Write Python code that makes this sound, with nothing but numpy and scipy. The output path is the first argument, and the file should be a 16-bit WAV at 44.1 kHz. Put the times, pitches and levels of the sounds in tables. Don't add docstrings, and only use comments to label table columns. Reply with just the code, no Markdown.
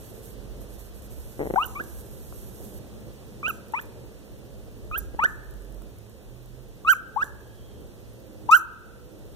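import sys
import numpy as np
from scipy import signal
from scipy.fft import rfft, irfft, next_fast_len
from scipy.io import wavfile
from scipy.ndimage import uniform_filter1d

SR = 44100
rng = np.random.default_rng(int(sys.argv[2]) if len(sys.argv) > 2 else 0)


def level_to_linear(level):
    exponent = np.asarray(level, float) / 20
    return 10 ** exponent


def waveform_to_disk(signal):
    frames = np.transpose(np.atleast_2d(signal))
    scaled = np.clip(frames, -1, 1) * 32767
    samples = np.round(scaled).astype(np.int16)
    wavfile.write(sys.argv[1], SR, samples)


N = 412750
SIZE = next_fast_len(N + SR)
HZ = np.maximum(np.fft.rfftfreq(SIZE, 1 / SR), 1)
TIME = np.arange(N) / SR

# time in seconds, first partial in dB.
YIPS = [
    [(1.556, -36), (1.561, -17), (1.566, -21), (1.585, -15), (1.594, -24), (1.616, -23), (1.642, -40),
     (1.645, -33), (1.654, -36)],
    [(1.75, -55), (1.753, -41), (1.774, -33), (1.785, -44), (1.794, -36), (1.798, -35), (1.801, -28),
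     (1.812, -30), (1.82, -40)],
    [(3.428, -65), (3.432, -32), (3.443, -39), (3.462, -34), (3.484, -26), (3.498, -30), (3.502, -27),
     (3.509, -29), (3.514, -45)],
    [(3.734, -43), (3.738, -22), (3.745, -23), (3.768, -42), (3.782, -36), (3.786, -39), (3.793, -33),
     (3.801, -34), (3.804, -37)],
    [(4.911, -61), (4.915, -31), (4.918, -39), (4.942, -34), (4.945, -31), (4.961, -28), (4.97, -31),
     (4.974, -30), (4.982, -38)],
    [(5.188, -45), (5.192, -21), (5.196, -20), (5.207, -32), (5.229, -20), (5.244, -17), (5.251, -19),
     (5.257, -13), (5.263, -18)],
    [(6.846, -61), (6.85, -30), (6.87, -30), (6.873, -23), (6.892, -11), (6.899, -13), (6.905, -11),
     (6.933, -19), (6.94, -38)],
    [(7.16, -43), (7.164, -22), (7.172, -20), (7.181, -26), (7.208, -29), (7.222, -25), (7.232, -16),
     (7.236, -27), (7.24, -41)],
    [(8.486, -50), (8.492, -16), (8.497, -15), (8.508, -26), (8.521, -10), (8.533, -7.5), (8.549, -9),
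     (8.568, -17), (8.582, -34)],
]
# frequency in Hz, density in dB per Hz.
PUFF = [(2060, -103), (3500, -84.5), (3680, -43.5), (4050, -14.5), (4920, -20.5), (5480, -17), (6410, -5),
        (9720, -18), (11000, -3.5), (12500, -13), (13900, -15.5), (14600, -4.5), (15800, -30)]


def rms_one(x):
    return x / np.sqrt(np.mean(x ** 2) + 1e-20)


def at_hz(points, hz):
    known_hz, value = np.array(points)[:, 0], np.array(points)[:, 1]
    return np.interp(np.log(hz), np.log(known_hz), value)


def filtered(x, response):
    return irfft(rfft(x, SIZE) * response, SIZE)[..., :N]


def drift(rate):
    r = np.exp(-80 * np.pi * rate / SR)
    slow = signal.lfilter([1], [1, -2 * r, r * r], rng.standard_normal(N // 40 + 2002))[2000:]
    return np.interp(np.arange(N) / 40, np.arange(len(slow)), rms_one(slow))


def noise(spectrum, channels):
    return rms_one(filtered(rng.standard_normal((channels, N)), level_to_linear(at_hz(spectrum, HZ))))


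def section(rows, fade_s=0.0008):
    s, *columns = np.transpose(rows)
    span = slice(round(s[0] * SR), round(s[-1] * SR))
    t = TIME[span]
    edge = np.clip(np.minimum(t - s[0], s[-1] - t) / fade_s, 0, 1)
    return span, [np.interp(t, s, c) for c in columns], edge


def struck(clicks, modes):
    out = 0
    for hz, level_db, t60 in modes:
        r, w = level_to_linear(-60 / (t60 * SR)), 2 * np.pi * hz / SR
        mode = [0, level_to_linear(level_db) * np.sin(w)], [1, -2 * r * np.cos(w), r * r]
        out = out + signal.lfilter(*mode, clicks + 1e-18)
    return out


def clicks_at(events):
    train = np.zeros(N)
    for s, peak_db in events:
        train[round(s * SR)] = level_to_linear(peak_db)
    return train


def peaked(t, rise, fall):
    return np.where(t < 0, rise * t, -fall * t)


def drone(start, end, from_hz, to_hz, level_db):
    along = np.clip((TIME - start) / (end - start), 0, 1)
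    hz = (from_hz + (to_hz - from_hz) * along) * (1 + .012 * drift(4))
    tone = np.sin(2 * np.pi * np.cumsum(hz) / SR)
    return level_to_linear(level_db + 3 + 1.5 * drift(5)) * tone * np.sin(np.pi * along) ** .5


def background():
    # time in seconds, gain in dB.
    settling = [(0, 0), (2.3, -1.5), (2.9, -0.5), (4.5, -2.5), (5.5, -3), (6.7, -4), (9.36, -2.5)]
    # time in seconds, half length in seconds, rise of the rumble in dB.
    passes = [
        (.7, .3, 2.5),
        (1.61, 0.53, 7),
        (2.593, 0.23, 6),
        (3.11, 0.13, 4),
        (4.4, 0.53, 1),
        (5.095, 0.42, 9),
        (5.652, 0.11, 1),
        (9.36, 0.073, 9.5),
    ]
    # frequency in Hz, density in dB per Hz.
    rumble_spectrum = [(18, -48.5), (30, -10.5), (59, 2.5), (75, 3), (91, -25), (110, -13), (140, -37.5),
                       (240, -120)]
    room_spectrum = [(47, -41.5), (80, -10.5), (118, 1.5), (158, -9), (210, -2.5), (245, -9.5), (310, -7),
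                     (402, -6.5), (515, -8), (611, -12.5), (1800, -49.5), (2340, -52), (3960, -120)]
    hiss_spectrum = [(700, 4), (1500, 2.5), (2500, 1.5), (4000, -0.5), (7000, -3), (10000, -3.5),
                     (13000, -5.5), (14600, -5), (15600, -4)]
    # start in seconds, end in seconds, first Hz, last Hz, level in dB.
    engines = [(.15, 1.0, 47, 46.4, -41), (4.95, 5.28, 47.8, 47.7, -43), (5.38, 5.9, 46.6, 46, -38),
               (6.15, 6.85, 39.6, 41.3, -48), (5.9, 6.15, 101, 112, -47), (6.25, 6.72, 122, 126, -44),
               (7.35, 8.5, 116, 110, -50), (2.8, 3.2, 215, 213, -49), (8.2, 8.7, 305, 335, -48),
               (9.05, 9.25, 325, 312, -50), (8.8, 9.2, 440, 540, -52), (8.1, 8.4, 540, 520, -51),
               (.05, .4, 445, 445, -53), (.2, .55, 142, 136, -51), (1.7, 1.95, 345, 345, -51),
               (2.3, 2.75, 400, 350, -53), (4.1, 4.5, 300, 300, -55)]
    gain_db = np.interp(TIME, *np.transpose(settling))
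    passing_db = sum(rise_db * np.exp(-((TIME - s) / half) ** 2) for s, half, rise_db in passes)
    sway_db = 1.5 * drift(4)
    first, second = noise(rumble_spectrum, channels=2)
    lag_s, coherence = .007, .7
    late = coherence * np.roll(first, round(lag_s * SR)) + np.sqrt(1 - coherence ** 2) * second
    rumble = level_to_linear(-48 + passing_db + sway_db) * np.array([first, late])
    shared, own = noise(room_spectrum, channels=1), noise(room_spectrum, channels=2)
    stir_db = drift(4.8) + .8 * drift(1.2)
    room = level_to_linear(-44.5 + 0.94 * gain_db + stir_db) * (0.65 * shared + 0.63 * own)
    hiss = level_to_linear(-54.5 + gain_db) * noise(hiss_spectrum, channels=2) * level_to_linear([[-1.5], [1.5]])
    drones = sum(drone(*row) for row in engines)
    return (rumble + room) * level_to_linear([[-1.2], [1.2]]) + drones * [[.2], [1]] + hiss


def motor():
    # start in seconds, end in seconds, level in dB.
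    runs = [(0, .12, -55), (0.13, .21, -55.5), (0.22, 0.342, -55), (0.604, 0.65, -56), (0.69, 0.765, -56),
            (0.785, 0.896, -56), (0.94, 1.006, -56), (1.02, 1.074, -55.5), (1.102, 1.158, -54.5),
            (1.163, 1.635, -55), (1.67, 1.852, -55.5), (1.86, 2.789, -53.5)]
    # frequency in Hz, density in dB per Hz.
    barrel = [(4500, -20.5), (6500, -13), (9200, -10), (10700, -13.5), (11300, -9), (12000, -10.5),
              (12800, -1.5), (13900, -19.5)]
    step_hz = 125.0
    t = TIME[:3 * SR]
    harmonics = range(88, 110)
    kicks = rms_one(sum(np.cos(2 * np.pi * k * step_hz * t + .02 * k * k) for k in harmonics))
    rattle = rng.standard_normal((2, len(t))) * (.5 + np.exp(-(t * step_hz % 1) / 1.3))
    running = sum(level_to_linear(level_db) * ((t > start) & (t < end)) for start, end, level_db in runs)
    load = uniform_filter1d(running, size=900) * level_to_linear(1.5 * drift(14)[:len(t)])
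    buzz = rms_one(filtered(.2 * kicks + rattle, level_to_linear(at_hz(barrel, HZ)))[:, :len(t)]) * load
    return np.pad(buzz * level_to_linear([[-3], [3]]), [(0, 0), (0, N - len(t))])


def electronics():
    # frequency in Hz, level in dB.
    whine_tones = [(6960, -72), (15000, -89.5)]
    readout_hz = 15.2
    whines = sum(level_to_linear(level_db) * np.sin(2 * np.pi * hz * TIME) for hz, level_db in whine_tones)
    decay = np.exp(-((TIME + .025) * readout_hz % 1) / .2)
    bursts = rng.standard_normal((2, N)) * (.15 + decay)
    crackle = level_to_linear(-70.5) * rms_one(struck(bursts, [(13970, 0, 0.00301)]))
    return whines * [[.3], [1]] + crackle


def ticks():
    # time in seconds, peak in dB.
    body_ticks = [(1.0221, -36), (1.839, -32), (3.6845, -39), (3.7232, -35), (3.8142, -32.5), (3.8558, -41),
                  (7.2428, -32.5), (5.446, -45), (5.5099, -38), (5.5397, -41), (5.6221, -41), (5.6486, -43),
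                  (5.7244, -42), (5.7458, -41), (5.8207, -38), (5.9857, -39), (6.097, -41), (6.4594, -41)]
    body = [(13000, 2, 0.003), (11200, 1.5, 0.0045), (8450, -3, 0.0032)]
    return level_to_linear(-2.5) * struck(clicks_at(body_ticks), body)


def creak():
    # time in seconds, peak in dB.
    flaps = [(1.3926, -19.5), (1.4002, -21), (1.4038, -21.5), (1.4062, -18), (1.4131, -16), (1.4178, -24),
             (1.4201, -21.5), (1.4274, -19.5), (1.4337, -21.5), (1.4399, -29.5), (1.4442, -32),
             (1.4494, -28), (1.4556, -21.5), (1.4647, -22), (1.4715, -19.5), (1.4764, -30), (1.4915, -34),
             (1.5011, -19.5), (1.5045, -30), (1.5069, -16), (1.5379, -14), (1.5434, -18), (1.7985, -27),
             (1.8065, -26.5), (5.1405, -34.5), (5.1465, -28.5)]
    # frequency in Hz, level in dB, t60 in seconds.
    throat = [(437, 1, 0.0067), (1900, -10, 0.0047), (229.4, -24, 0.0079), (744, -27.5, 0.036)]
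    ramp = np.linspace(0, 1, round(0.0012 * SR))
    push = np.append(-1.25 * ramp / ramp.sum(), signal.windows.hann(20) / 10)
    return level_to_linear(6.0) * np.convolve(struck(clicks_at(flaps), throat), push)[:N]


def yips():
    # time in seconds, pitch in Hz.
    tensions = [
        [(1.556, 718), (1.573, 793), (1.595, 1165), (1.616, 1275), (1.635, 1430), (1.64, 1480), (1.646, 1547),
         (1.654, 1400)],
        [(1.75, 1064), (1.765, 1161), (1.778, 1170), (1.794, 1253), (1.797, 1291), (1.803, 1540), (1.813, 1698),
         (1.82, 1718)],
        [(3.428, 1140), (3.447, 1238), (3.457, 1241), (3.479, 1494), (3.485, 1604), (3.494, 1446),
         (3.511, 1234), (3.514, 1200)],
        [(3.734, 875), (3.743, 901), (3.755, 1111), (3.775, 1238), (3.778, 1213), (3.79, 1330), (3.796, 1703),
         (3.804, 1788)],
        [(4.911, 1237), (4.918, 1193), (4.946, 1291), (4.957, 1401), (4.964, 1624), (4.972, 1616),
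         (4.975, 1673), (4.982, 1584)],
        [(5.188, 874), (5.196, 882), (5.205, 1104), (5.233, 1267), (5.24, 1465), (5.248, 1532), (5.257, 1790),
         (5.263, 1683)],
        [(6.846, 1132), (6.863, 1186), (6.868, 1253), (6.884, 1313), (6.898, 1528), (6.912, 1597),
         (6.933, 1262), (6.94, 1035)],
        [(7.16, 834), (7.17, 847), (7.182, 1103), (7.205, 1220), (7.218, 1370), (7.228, 1712), (7.231, 1696),
         (7.24, 1454)],
        [(8.486, 931), (8.496, 920), (8.504, 1151), (8.537, 1347), (8.547, 1460), (8.557, 1600), (8.575, 1310),
         (8.582, 1250)],
    ]
    # time in seconds, second partial in dB, third partial in dB.
    closures = [
        [(1.556, -60, -66), (1.561, -26, -37), (1.574, -46, -58), (1.603, -44, -65), (1.635, -26, -63),
         (1.641, -47, -71), (1.654, -38, -69)],
        [(1.75, -69, -70), (1.753, -65, -70), (1.758, -36, -70), (1.781, -43, -70), (1.797, -44, -70),
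         (1.806, -68, -70), (1.82, -68, -70)],
        [(3.428, -69, -70), (3.433, -37, -70), (3.454, -26, -70), (3.465, -23, -54), (3.483, -45, -72),
         (3.507, -31, -69), (3.514, -48, -70)],
        [(3.734, -64, -66), (3.738, -39, -45), (3.745, -31, -50), (3.757, -36, -72), (3.78, -28, -69),
         (3.793, -42, -70), (3.804, -72, -70)],
        [(4.911, -73, -70), (4.918, -47, -70), (4.943, -30, -69), (4.946, -31, -59), (4.951, -31, -63),
         (4.954, -33, -70), (4.982, -62, -70)],
        [(5.188, -63, -66), (5.194, -26, -43), (5.211, -40, -71), (5.234, -30, -60), (5.239, -35, -45),
         (5.249, -38, -52), (5.263, -61, -75)],
        [(6.846, -72, -70), (6.865, -49, -71), (6.879, -24, -44), (6.915, -34, -47), (6.924, -46, -72),
         (6.934, -26, -70), (6.94, -36, -58)],
        [(7.16, -52, -69), (7.173, -49, -69), (7.182, -66, -73), (7.216, -37, -61), (7.225, -63, -48),
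         (7.229, -44, -51), (7.24, -74, -70)],
        [(8.486, -71, -61), (8.493, -44, -53), (8.499, -51, -73), (8.513, -42, -42), (8.521, -20, -52),
         (8.534, -19, -39), (8.575, -50, -70), (8.582, -54, -70)],
    ]
    # time in seconds, level in dB.
    strains = [
        [(1.556, -64), (1.582, -73), (1.654, -69)],
        [(1.75, -73), (1.804, -73), (1.82, -73)],
        [(3.428, -73), (3.462, -63), (3.475, -72), (3.514, -77)],
        [(3.734, -74), (3.76, -63), (3.775, -74), (3.804, -74)],
        [(4.911, -73), (4.967, -73), (4.982, -66)],
        [(5.188, -80), (5.248, -64), (5.263, -76)],
        [(6.846, -74), (6.874, -71), (6.881, -51), (6.888, -51), (6.899, -41), (6.902, -46), (6.909, -40),
         (6.94, -69)],
        [(7.16, -75), (7.205, -70), (7.224, -53), (7.24, -64)],
        [(8.486, -74), (8.502, -72), (8.513, -37), (8.544, -43), (8.548, -40), (8.568, -56), (8.571, -52),
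         (8.582, -61)],
    ]
    # frequency in Hz, level in dB.
    muzzle = [(2000, -8), (3200, -8), (4200, -8), (5000, -7), (6300, -4), (8000, -8), (9800, -20),
              (11000, -10), (12500, -20), (14000, -12), (16000, -30)]
    out, waver, air = np.zeros(N), drift(180), noise(PUFF, channels=1)[0]
    for rows, tension, closure, strain in zip(YIPS, tensions, closures, strains):
        span, (level_db,), edge = section(rows)
        _, (hz,), _ = section(tension)
        _, (second_db, third_db), _ = section(closure)
        _, (strain_db,), _ = section(strain)
        hz = uniform_filter1d(hz, size=100) * (1 + .001 * waver[span])
        turn = 2 * np.pi * np.cumsum(hz) / SR
        call = level_to_linear(uniform_filter1d(level_db, size=40)) * np.sin(turn)
        for k in range(2, 13):
            shake = np.roll(waver, 900 * k)[span]
            if k == 2:
                partial_db = second_db
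            elif k == 3:
                partial_db = third_db
            else:
                partial_db = strain_db + 4 + at_hz(muzzle, k * hz)
            partial_db = uniform_filter1d(partial_db, size=100) + min(k - 1, 2) * shake
            call += level_to_linear(partial_db) * np.sin(k * turn + k * k + .08 * k * shake[::-1])
        call += level_to_linear(strain_db - 10) * air[span] * (1 + np.sin(turn))
        out[span] = 2 * edge * call
    return out


def pops():
    burst_db = [-27, -50, -27, -28, -29, -29, -36, -42, -40]
    # frequency in Hz, level in dB, t60 in seconds.
    pop_modes = [(1300, 3, 0.014), (2580, -18, .008)]
    starts = [(rows[0][0] + .0025, pop_db) for rows, pop_db in zip(YIPS, burst_db)]
    return np.convolve(struck(clicks_at(starts), pop_modes), signal.windows.hann(16) / 7)[:N]


def smacks():
    # time in seconds, peak in dB.
    partings = [
        (1.6427, -34),
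        (1.7994, -43),
        (3.4814, -31),
        (4.9774, -35),
        (5.2397, -26),
        (5.2472, -27),
        (7.2425, -38),
    ]
    mouth = [(6550, -3.5, 0.0054), (11700, -10, 0.00053), (15100, -7.0, 0.001),
             (3670, -12.5, 0.011), (8300, 8.0, 0.0005), (727, 10.0, 0.0055)]
    return level_to_linear(2) * struck(clicks_at(partings), mouth)


def nose():
    # peak in seconds, peak in dB, fading in dB per second.
    puffs = [
        (1.653, -51, 70),
        (1.838, -56, 60),
        (3.484, -48.5, 132),
        (3.81, -59, 206),
        (4.993, -50.5, 198),
        (5.262, -52, 132),
        (6.904, -33.5, 331),
        (7.244, -49, 300),
        (8.55, -32, 338.5),
    ]
    # peak in seconds, peak in Hz, peak in dB, sag after it in Hz per second.
    whistles = [
        (1.658, 13650, -43, 8000),
        (3.492, 14100, -42, 90000),
        (3.818, 14600, -54, 40000),
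        (4.981, 13900, -33, 15000),
        (6.92, 14750, -34, 114000),
        (8.568, 14600, -37.5, 25000),
    ]
    air, out, waver = noise(PUFF, channels=1)[0], np.zeros(N), drift(300)
    for s, peak_db, fading in puffs:
        span, _, edge = section([(s - .03,), (s + 0.11,)], fade_s=.01)
        puff_db = peak_db + peaked(TIME[span] - s, 1198.5, fading) + 3.0 + 2.4 * waver[span]
        out[span] += level_to_linear(puff_db) * edge * air[span]
    rise_db_per_s, hold_s, fall_db_per_s, climb_hz_per_s = 4500, .009, 3200, 30000
    for s, top_hz, peak_db, sag in whistles:
        span, _, edge = section([(s - .016,), (s + .024,)])
        t = TIME[span] - s
        hz = top_hz + peaked(t, climb_hz_per_s, sag)
        level_db = peak_db + rise_db_per_s * np.minimum(t, 0) - fall_db_per_s * np.maximum(t - hold_s, 0)
        hz = uniform_filter1d(hz, size=200) * (1 + 0.0045 * waver[span])
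        turn = 2 * np.pi * np.cumsum(hz) / SR
        lower = level_to_linear(-9.0 + 1.6 * waver[::-1][span]) * np.sin(0.794 * turn)
        out[span] += level_to_linear(level_db + 12.5) * edge * (np.sin(turn) + lower)
    return out


def taps():
    # time in seconds, peak in dB.
    touches = [
        (2.3255, -31),
        (4.43, -43),
        (5.819, -39),
    ]
    # frequency in Hz, level in dB, t60 in seconds.
    carpet = [(684, -2, 0.016), (1080, -1.5, 0.009), (1310, -12, 0.018)]
    return struck(clicks_at(touches), carpet)


def swell(start, end, hz, width_hz, level_db):
    band = filtered(rng.standard_normal(N), 1 / (1 + (2 * (HZ - hz) / width_hz) ** 2))
    band = band / np.std(band[(TIME > start) & (TIME < end)])
    along = np.clip((TIME - start) / (end - start), 0, 1)
    return level_to_linear(level_db) * band * np.sin(np.pi * along) ** .5


def near(x):
    # frequency in Hz, left over right in dB, left lead in
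    side_balance = [(700, 8, 1.6), (920, 19, .6), (1100, 6, .4), (1320, 0, .5), (1400, -4, .7), (1510, -14, 1.9),
                    (1620, -6, 2.9), (1720, -1, 3.1), (1950, -6, 3), (2250, 2, 2.9), (2450, -3, 2.9),
                    (2600, -5, 2.7), (2800, -11, 1.4), (3000, -4, 0), (3200, 0, 0), (3800, 1, -.3),
                    (4250, -9, -1.5), (4600, -3, -3.3), (5500, -2, -6.8), (6300, -4, -7.4), (7200, -9, -11),
                    (8000, -6, -12.3), (10600, -12, -20.3), (13200, -12, -25.2), (14100, -8, -25.8),
                    (16000, -8, -29)]
    hz, balance_db, lead = np.transpose(side_balance)
    bass = np.minimum(HZ / hz[0], 1)
    ratio = level_to_linear(np.interp(HZ, hz, balance_db) * bass)
    lead = np.interp(HZ, hz, lead) * bass
    sides = np.array([ratio * np.exp(1j * lead), 1 + 0 * HZ])
    return filtered(x, sides / np.sqrt(1 + ratio ** 2))


def reverb(x, longer, wider):
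    # frequency in Hz, t60 in seconds.
    decay_times = [(300, 1), (1300, 0.47), (3000, 0.75), (6000, 0.18), (14000, .2)]
    # frequency in Hz, level in dB.
    colour = [(500, -1), (900, -3), (1250, -1), (1550, -.5), (2000, -3), (2700, -11), (3300, -6),
              (5000, -14), (16000, -34)]
    response = np.zeros((2, len(HZ)), complex)
    per_s = -np.log(1000) / (longer * at_hz(decay_times, HZ)) - 2j * np.pi * HZ
    for k, lag in enumerate(wider * rng.uniform(0.01, 0.03, size=14)):
        loop = np.exp(per_s * lag)
        response[k % 2] += (-1) ** (k // 2) * loop / (1 - loop)
    return filtered(x, response * level_to_linear(at_hz(colour, HZ)))


def ducking(x, knee_db, release_db_s):
    level_db = 10 * np.log10(uniform_filter1d(x ** 2, size=400) + 1e-12)
    over_db = np.maximum(level_db - knee_db, 0)
    held_db = np.maximum.accumulate(over_db + release_db_s * TIME) - release_db_s * TIME
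    return level_to_linear(-.5 * uniform_filter1d(held_db, size=400))


def widened(pair):
    # frequency in Hz, share as a ratio.
    share = [(100, 0.011), (700, 0.066), (1200, 0.53), (2300, 0.48), (4800, 0.22), (7500, 0.26),
             (12500, 0.13), (16000, .3)]
    lag_s, turn_rad = .00039, .83
    phase = 2 * np.pi * HZ * lag_s + turn_rad * HZ / (HZ + 200)
    cross = -at_hz(share, HZ) * np.exp(-1j * phase)
    return pair + filtered(pair[::-1], cross)


def scene():
    # start in seconds, end in seconds, centre in Hz, width in Hz, level in dB.
    wheeze = (7.42, 7.9, 3230, 250, -64)
    puppy = creak() + yips() + pops() + smacks() + nose() + taps() + swell(*wheeze)
    corner = level_to_linear(-26.5) * reverb(puppy, longer=0.6, wider=1.8)
    hall = level_to_linear(-32.5) * reverb(puppy, longer=1.85, wider=3.2)
    gain = ducking(puppy, knee_db=-13.5, release_db_s=11.0)
    steady = background() + motor() + electronics()
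    return near(puppy + ticks()) + widened(corner + hall + gain * steady)


def band_limit(x):
    return signal.sosfilt(signal.butter(12, 16040, fs=SR, output="sos"), x)


def record(dry):
    # low Hz, high Hz, margin in dB, loudest masking in dB over usual.
    dropped = [(2050, 2300, -7, 30), (2300, 2600, -7, 5), (4350, 4700, -3.5, 5), (4700, 5200, -4, 5)]
    top_hz = [14600, 15150, 15600, 16100]
    hz, _, (mid, side) = signal.stft([dry[0] + dry[1], dry[0] - dry[1]], SR, nperseg=1024)
    whole = uniform_filter1d(np.sum(abs(mid) ** 2, axis=0), size=3)
    for low, high, margin_db, cap_db in dropped:
        band = (hz > low) & (hz < high)
        powers = np.sum(abs(np.array([mid[band], side[band]])) ** 2, axis=1)
        mid_power, side_power = uniform_filter1d(powers, size=3)
        masking = np.minimum(side_power, level_to_linear(2 * cap_db) * np.median(side_power))
        drowned = np.minimum(level_to_linear(2 * -41) * whole, 5 * np.median(mid_power))
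        mid[band] *= mid_power > np.maximum(level_to_linear(2 * margin_db) * masking, drowned)
    treble = np.sum(abs(side[hz > top_hz[0]]), axis=0)
    wander = uniform_filter1d(rng.standard_normal(mid.shape[1]), size=4)
    step = np.digitize(wander, [-.55, .15])
    bright = treble > 1.6 * np.median(treble)
    kept = hz[:, None] < np.take(top_hz, np.where(bright, 3, step))
    mid, side = signal.istft([mid * kept, side * kept], SR, nperseg=1024)[1][:, :N]
    return band_limit(np.array([mid + side, mid - side]) / 2)


dry = scene()
out = record(dry)
waveform_to_disk(out)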